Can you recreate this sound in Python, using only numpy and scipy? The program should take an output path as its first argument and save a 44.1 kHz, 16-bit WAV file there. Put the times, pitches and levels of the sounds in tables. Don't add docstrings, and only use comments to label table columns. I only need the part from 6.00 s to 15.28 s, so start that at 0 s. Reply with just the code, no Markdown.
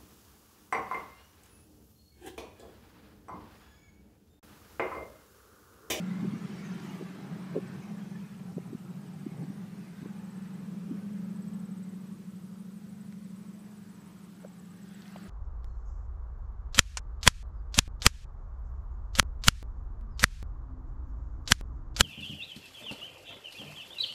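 import sys
import numpy as np
from scipy import signal
from scipy.fft import rfft, irfft
from scipy.io import wavfile
from scipy.ndimage import uniform_filter1d

SR = 44100
rng = np.random.default_rng(int(sys.argv[2]) if len(sys.argv) > 2 else 0)


def natural_amplitude(level_db):
    exponent = np.asarray(level_db, float) / 20
    return 10 ** exponent


def pcm_store(signal):
    levels = np.round(np.clip(np.atleast_2d(signal), -1, 1) * 32767)
    wavfile.write(sys.argv[1], SR, levels.astype(np.int16).T)


N = 409248

# (frequency [Hz], level per hertz [dB])
HISS_COLOUR = [(100, -2), (400, 2), (3000, -1.5), (7000, -3.5), (11000, -5.5), (16000, -7)]
TRAFFIC_COLOUR = [(150, -27), (250, 3), (398, -2), (511, -14), (782, -9), (909, -9.5), (1230, -9),
                  (3220, -23.5), (5000, -28.5), (6500, -33.5), (11000, -120)]
DRONE_COLOUR = [(20, -15), (60, -12.5), (100, -2.5), (140, 3.5), (300, -48), (1200, -90)]
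RUSTLE_COLOUR = [(880, -37), (1600, -0.5), (2330, -2.5), (4100, -11), (6000, -12.5), (7750, -17.5),
                 (15500, -37)]
SCRAPE_COLOUR = [(800, -40), (1500, 2), (2000, -4), (2700, -10), (3900, -6.5), (5000, -13), (6500, -21)]
RUMBLE_COLOUR = [(15, -61), (76, -24), (134, 6.5), (189, 13.5), (279, -14), (340, -11), (405, -8),
                 (450, -17), (525, -18), (719, -20), (810, -15), (900, -25), (1170, -24), (1980, -120)]

# (time [s], level [dB])
TRAFFIC_LEVEL = [(0, -50.5), (1.5, -50.5), (2.5, -60), (4, -56.5), (6.1, -60), (6.7, -64.5), (8.1, -59.5),
                 (8.7, -62), (9.28, -56)]
# (peak time [s], peak level [dB], half length [s])
STIRS = [(0, -59.5, 0.22), (.7, -56.5, 0.36), (1.9, -63.5, 0.48), (3.8, -67.5, 1)]
# (peak time [s], peak level [dB], half length [s])
PUFFS = [(.85, -63, .03), (.96, -62.5, 0.054)]
# (peak time [s], peak level [dB], half length [s])
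SLIDES = [(8.95, -69, .1), (9.2, -62, 0.24)]
# (start time [s], rasps [count], gap between rasp starts [s], level [dB], pitch [Hz])
KATYDIDS = [(.39, 12, .169, -65, 9400), (2.465, 2, .17, -62, 9350), (3.035, 6, .166, -64, 9400),
            (4.99, 7, .155, -66, 9400), (.095, 3, .19, -64, 9000), (2.78, 18, .1965, -64.5, 8980),
            (6.114, 9, .1553, -61.5, 9330), (7.271, 7, .1572, -61.5, 9450), (8.39, 6, .169, -61.5, 9530)]
# (time [s], peak of the note [dB], tick against the note [dB])
CRICKET_LEVELS = [(0, -70, -3), (1.05, -68, -6), (1.8, -66.5, -8), (2.15, -75, 3), (2.5, -67, -8),
                  (3.35, -64.5, -8), (3.7, -76, -5), (4.3, -62, -3), (5, -71, -3), (5.55, -59, -19),
                  (6.2, -67, -18), (7.6, -66, 1), (9.28, -68, 10)]
# (time [s], lateness [chirps])
CRICKET_LATENESS = [(0, .4), (.75, .67), (2.1, .69), (2.6, .56), (4.5, .48), (6.5, .63), (7.25, .65),
                    (9.28, .47)]
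# (time [s], peak level [dB], centre [Hz], time for its puff to fall 60 dB [s])
TICKS = [(.8, -47, 5000, .015), (7.125, -46.5, 1800, 0.03), (7.125, -50, 4400, .01),
         (8.447, -47, 1110, 0.024), (9.021, -42.5, 4100, .02), (9.057, -46, 2400, .03),
         (9.069, -51, 4800, .02), (9.08, -45, 4600, .025), (9.159, -36, 705, 0.03),
         (9.163, -44, 2390, 0.025)]
# (peak time [s], peak level [dB], half length [s])
WIND_SWELLS = [(.27, -37, 0.061), (.76, -45, 0.72), (1.32, -41, 0.037), (1.72, -44.5, 0.16),
               (2.05, -47.5, 0.17), (2.55, -42.5, 0.1), (3.1, -43.5, 0.39), (3.44, -41.5, 0.088)]
# (peak time [s], peak level of the swing [dB], centre [Hz], half length of the turbulence around it [s])
WIND_BUMPS = [(.232, -24.5, 196, 0.017), (0.25, -29.5, 300, 0.013), (0.339, -27, 220, 0.005),
              (0.371, -28, 192, .01), (1.012, -32, 370, 0.016), (1.025, -28, 353, 0.006),
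              (1.566, -19, 400, 0.018), (1.574, -28.5, 272, 0.0054), (1.585, -24.5, 340, 0.0094),
              (1.7, -32, 193, 0.013), (2.57, -26.5, 217, 0.0046), (2.582, -27, 418, 0.0055),
              (2.705, -41, 261, 0.0059), (2.732, -29.5, 293, 0.0098), (2.753, -27.5, 203, 0.0047),
              (3.268, -28.5, 266, 0.0082), (3.432, -32, 273, 0.015), (3.503, -32.5, 220, 0.0081),
              (4.029, -31, 224, 0.0041), (4.061, -34, 330, 0.0079), (4.915, -27, 235, 0.035),
              (8.45, -36.5, 515, 0.014)]
# (time [s], crank speed [turns per s])
CRANK_SPEED = [(0, 12.1), (.65, 11.85), (1.1, 11), (3.9, 10.75), (4.3, 11.05), (4.75, 11.3), (5.05, 12),
               (5.4, 12.26), (5.8, 12.4), (7.75, 12.32), (8.05, 11.9), (8.3, 11.78), (9.28, 11.88)]
# (time [s], level [dB])
ENGINE_LEVEL = [(0, -35.5), (0.5, -43.5), (1.6, -53.5), (2.05, -42), (2.6, -55.5), (3.9, -48), (4.5, -43.5),
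                (5.1, -39.5), (5.8, -42), (6.4, -46), (7.1, -46), (8.4, -51.5), (9.28, -49)]
# (frequency [Hz], gain [dB])
EXHAUST = [(100, -26), (140, -15.5), (162, -11.5), (172, 0), (185, .5), (210, 0.5), (232, -18.5),
           (330, -30.5), (410, -25), (600, -34.5), (2000, -101)]


def evened(x):
    return x / np.sqrt(np.mean(x ** 2) + 1e-20)


def read(points, hz):
    f, value = np.transpose(points)
    return np.interp(np.log(hz + 1), np.log(f + 1), value)


def curves(rows):
    s, *columns = np.transpose(rows)
    return [np.interp(np.arange(N) / SR, s, column) for column in columns]


def add(mix, s, sound):
    part = mix[round(s * SR):][:len(sound)]
    part += sound[:len(part)]


def wander(hz):
    steps = int(N / SR * hz) + 2
    curve = np.interp(np.arange(N) / SR * hz, np.arange(steps), rng.standard_normal(steps))
    return curve * np.sqrt(1.5)


def band(x, hz, spread):
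    edges = [hz / spread, min(hz * spread, SR / 3)]
    return signal.sosfilt(signal.butter(2, edges, "band", fs=SR, output="sos"), x)


def swells(rows):
    t = np.arange(N) / SR
    return np.sqrt(sum(natural_amplitude(db) ** 2 * np.exp(-((t - s) / half) ** 2) for s, db, half in rows))


def coloured(colour):
    white = rfft(rng.standard_normal(N))
    return evened(irfft(white * natural_amplitude(read(colour, np.fft.rfftfreq(N, 1 / SR))), N))


def noise(colour, patchy_db, streaky_db=0, streak_frames=40):
    real, imaginary, patches, streaks = rng.standard_normal((N // 256 + 5, 513, 4)).T
    patches = evened(uniform_filter1d(uniform_filter1d(patches, size=10, axis=0), size=16, axis=1))
    streaks = uniform_filter1d(uniform_filter1d(streaks, size=2, axis=0), size=streak_frames, axis=1)
    shape_db = read(colour, np.fft.rfftfreq(1024, 1 / SR))[:, None]
    shape_db = shape_db + patchy_db * patches + streaky_db * evened(streaks)
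    spectra = (real + 1j * imaginary) * natural_amplitude(shape_db)
    return evened(signal.istft(spectra, nperseg=1024, noverlap=768)[1][:N])


def microphone_hiss(level_db=-65.5):
    return natural_amplitude(level_db) * noise(HISS_COLOUR, patchy_db=0.8)


def far_traffic():
    return natural_amplitude(curves(TRAFFIC_LEVEL)[0]) * noise(TRAFFIC_COLOUR, patchy_db=1.1, streaky_db=2.5)


def far_drone(level_db=-60.5, follow=0.09, waver_db=0.65):
    traffic_db = curves(TRAFFIC_LEVEL)[0]
    drone_db = level_db + follow * (traffic_db - traffic_db.mean()) + waver_db * wander(18)
    return natural_amplitude(drone_db) * coloured(DRONE_COLOUR)


def grass_rustle(snaps_per_s=60, snap_height=0.1995):
    snaps = (rng.random(N) < snaps_per_s / SR) * rng.exponential(snap_height, N)
    crackle = 1 + signal.lfilter([1], [1, -.994], snaps)
    grass = noise(RUSTLE_COLOUR, patchy_db=2.2, streaky_db=5, streak_frames=7)
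    return swells(STIRS) * crackle * grass


def airy_puffs():
    return swells(PUFFS) * coloured(HISS_COLOUR)


def hand_scrape():
    return swells(SLIDES) * noise(SCRAPE_COLOUR, patchy_db=3, streaky_db=2.5)


def katydids(far_hz=9070, strokes_per_s=128, ring_s=0.0024, far_db=-74, far_gap_s=0.1):
    out, t = np.zeros(N), np.arange(300) / SR
    rasps = [(s + k * gap, db, hz) for s, count, gap, db, hz in KATYDIDS for k in range(count)]
    for k, (delay, louder) in enumerate(rng.random((70, 2))):
        rasps.append((far_gap_s * (k + .6 * delay), far_db + 4 * louder, far_hz))
    envelope = (t / ring_s) * np.exp(1 - t / ring_s)
    for (s, db, hz), luck in zip(rasps, rng.standard_normal((len(rasps), 6, 3))):
        late, rasp_pitch, rasp_db = luck[0]
        for k, (stroke_pitch, jitter, stroke_db) in enumerate(luck):
            pitch = hz * (1 + .004 * rasp_pitch + .012 * stroke_pitch)
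            ring = envelope * np.sin(2 * np.pi * pitch * t)
            start = s + .004 * abs(late) + k / strokes_per_s + 0.00027 * jitter
            add(out, start, natural_amplitude(db - 7 + stroke_db + rasp_db) * ring)
    return out


def cricket(chirps_per_s=17.06, note_hz=8030, note_s=.008, tick_hz=7750, tick_s=.003, after_s=.01, fall=.03):
    t = np.arange(N) / SR
    beat = chirps_per_s * t - curves(CRICKET_LATENESS)[0]
    since = (beat - np.round(beat)) / chirps_per_s
    number = np.round(beat).astype(int) + 1
    level_db, tick_db = curves(CRICKET_LEVELS)
    note_luck, tick_luck, pitch_luck, phase = rng.standard_normal((number.max() + 1, 4))[number].T
    note = np.sin(2 * np.pi * (note_hz * (1 + 0.0028 * pitch_luck) * t + phase))
    note *= np.exp(-(since / note_s) ** 2)
    u = (since - after_s) / tick_s
    tick = np.exp(-u ** 2) * np.sin(2 * np.pi * tick_hz * tick_s * (u - fall * u ** 2 / 2))
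    return natural_amplitude(level_db + 1.7 * note_luck) * note + natural_amplitude(level_db + tick_db + 2.2 * tick_luck) * tick


def camera_ticks(spread=1.45):
    out, t = np.zeros(N), np.arange(3000) / SR
    for (s, db, hz, t60), puff in zip(TICKS, rng.standard_normal((len(TICKS), 3000))):
        source = (t == 0) + 0.08 * puff * natural_amplitude(-60 * t / t60)
        tick = band(band(source, hz, spread), hz, spread)
        add(out, s, natural_amplitude(db) * tick / abs(tick).max())
    return out


def wind_rumble(breeze_db=-50.5, calm_s=4.6, lumps_db=2.5, lumps_hz=25):
    breeze = natural_amplitude(breeze_db - 90 * np.maximum(np.arange(N) / SR - calm_s, 0))
    strength = np.hypot(breeze, swells(WIND_SWELLS))
    return coloured(RUMBLE_COLOUR) * strength * natural_amplitude(lumps_db * wander(lumps_hz))


def wind_bumps(tremble=0.25, cycles=0.95, skirt_gain=0.199, skirt_spread=1.45, body_hz=190):
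    out, t = np.zeros(N), np.arange(-3000, 3000) / SR
    for (s, db, hz, half), air in zip(WIND_BUMPS, rng.standard_normal((len(WIND_BUMPS), len(t)))):
        uneven = tremble * evened(band(band(air, hz, 1.6), hz, 1.6))
        swing = np.sin(2 * np.pi * hz * t + air[0]) + uneven
        swing *= np.exp(-(t * hz / cycles) ** 2)
        swing += np.sin(2 * np.pi * body_hz * t + air[1]) * np.exp(-(t * body_hz) ** 2) / 3
        turbulence = evened(band(band(air[::-1], hz, skirt_spread), hz, skirt_spread))
        skirt = turbulence * np.exp(-(t / half) ** 2)
        add(out, s + t[0], natural_amplitude(db) * (swing / abs(swing).max() + skirt_gain * skirt))
    return out


def engine(odd_db=7, waver_db=1.5, waver_hz=5, slip=.35, breath_db=-9):
    speed, level_db = curves(CRANK_SPEED)[0], curves(ENGINE_LEVEL)[0]
    turns, tones = np.cumsum(speed) / SR, np.zeros(N)
    for k in range(8, 54):
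        db = read(EXHAUST, k * speed) - odd_db * (1 - k % 2)
        phase = 2 * np.pi * (k * turns + rng.random())
        phase += slip * (k / 17) ** 4 * wander(waver_hz)
        tones += natural_amplitude(db + waver_db * wander(waver_hz)) * np.sin(phase)
    breath = natural_amplitude(breath_db) * coloured(EXHAUST)
    return natural_amplitude(level_db) * (tones + breath)


def scene():
    background = microphone_hiss() + far_traffic() + far_drone() + grass_rustle() + airy_puffs()
    details = hand_scrape() + katydids() + cricket() + camera_ticks()
    return (background + details + wind_rumble() + wind_bumps() + engine())[None]


def band_limit(x):
    return signal.sosfilt(signal.butter(12, 16140, fs=SR, output="sos"), x)


def record(dry):
    hz = np.fft.rfftfreq(N, 1 / SR)
    response = (hz < 15350) / np.sqrt(1 + (45 / (hz + 1)) ** 4)
    mix = irfft(rfft(dry) * response, N)
    return band_limit(mix)


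dry = scene()
out = record(dry)
pcm_store(out)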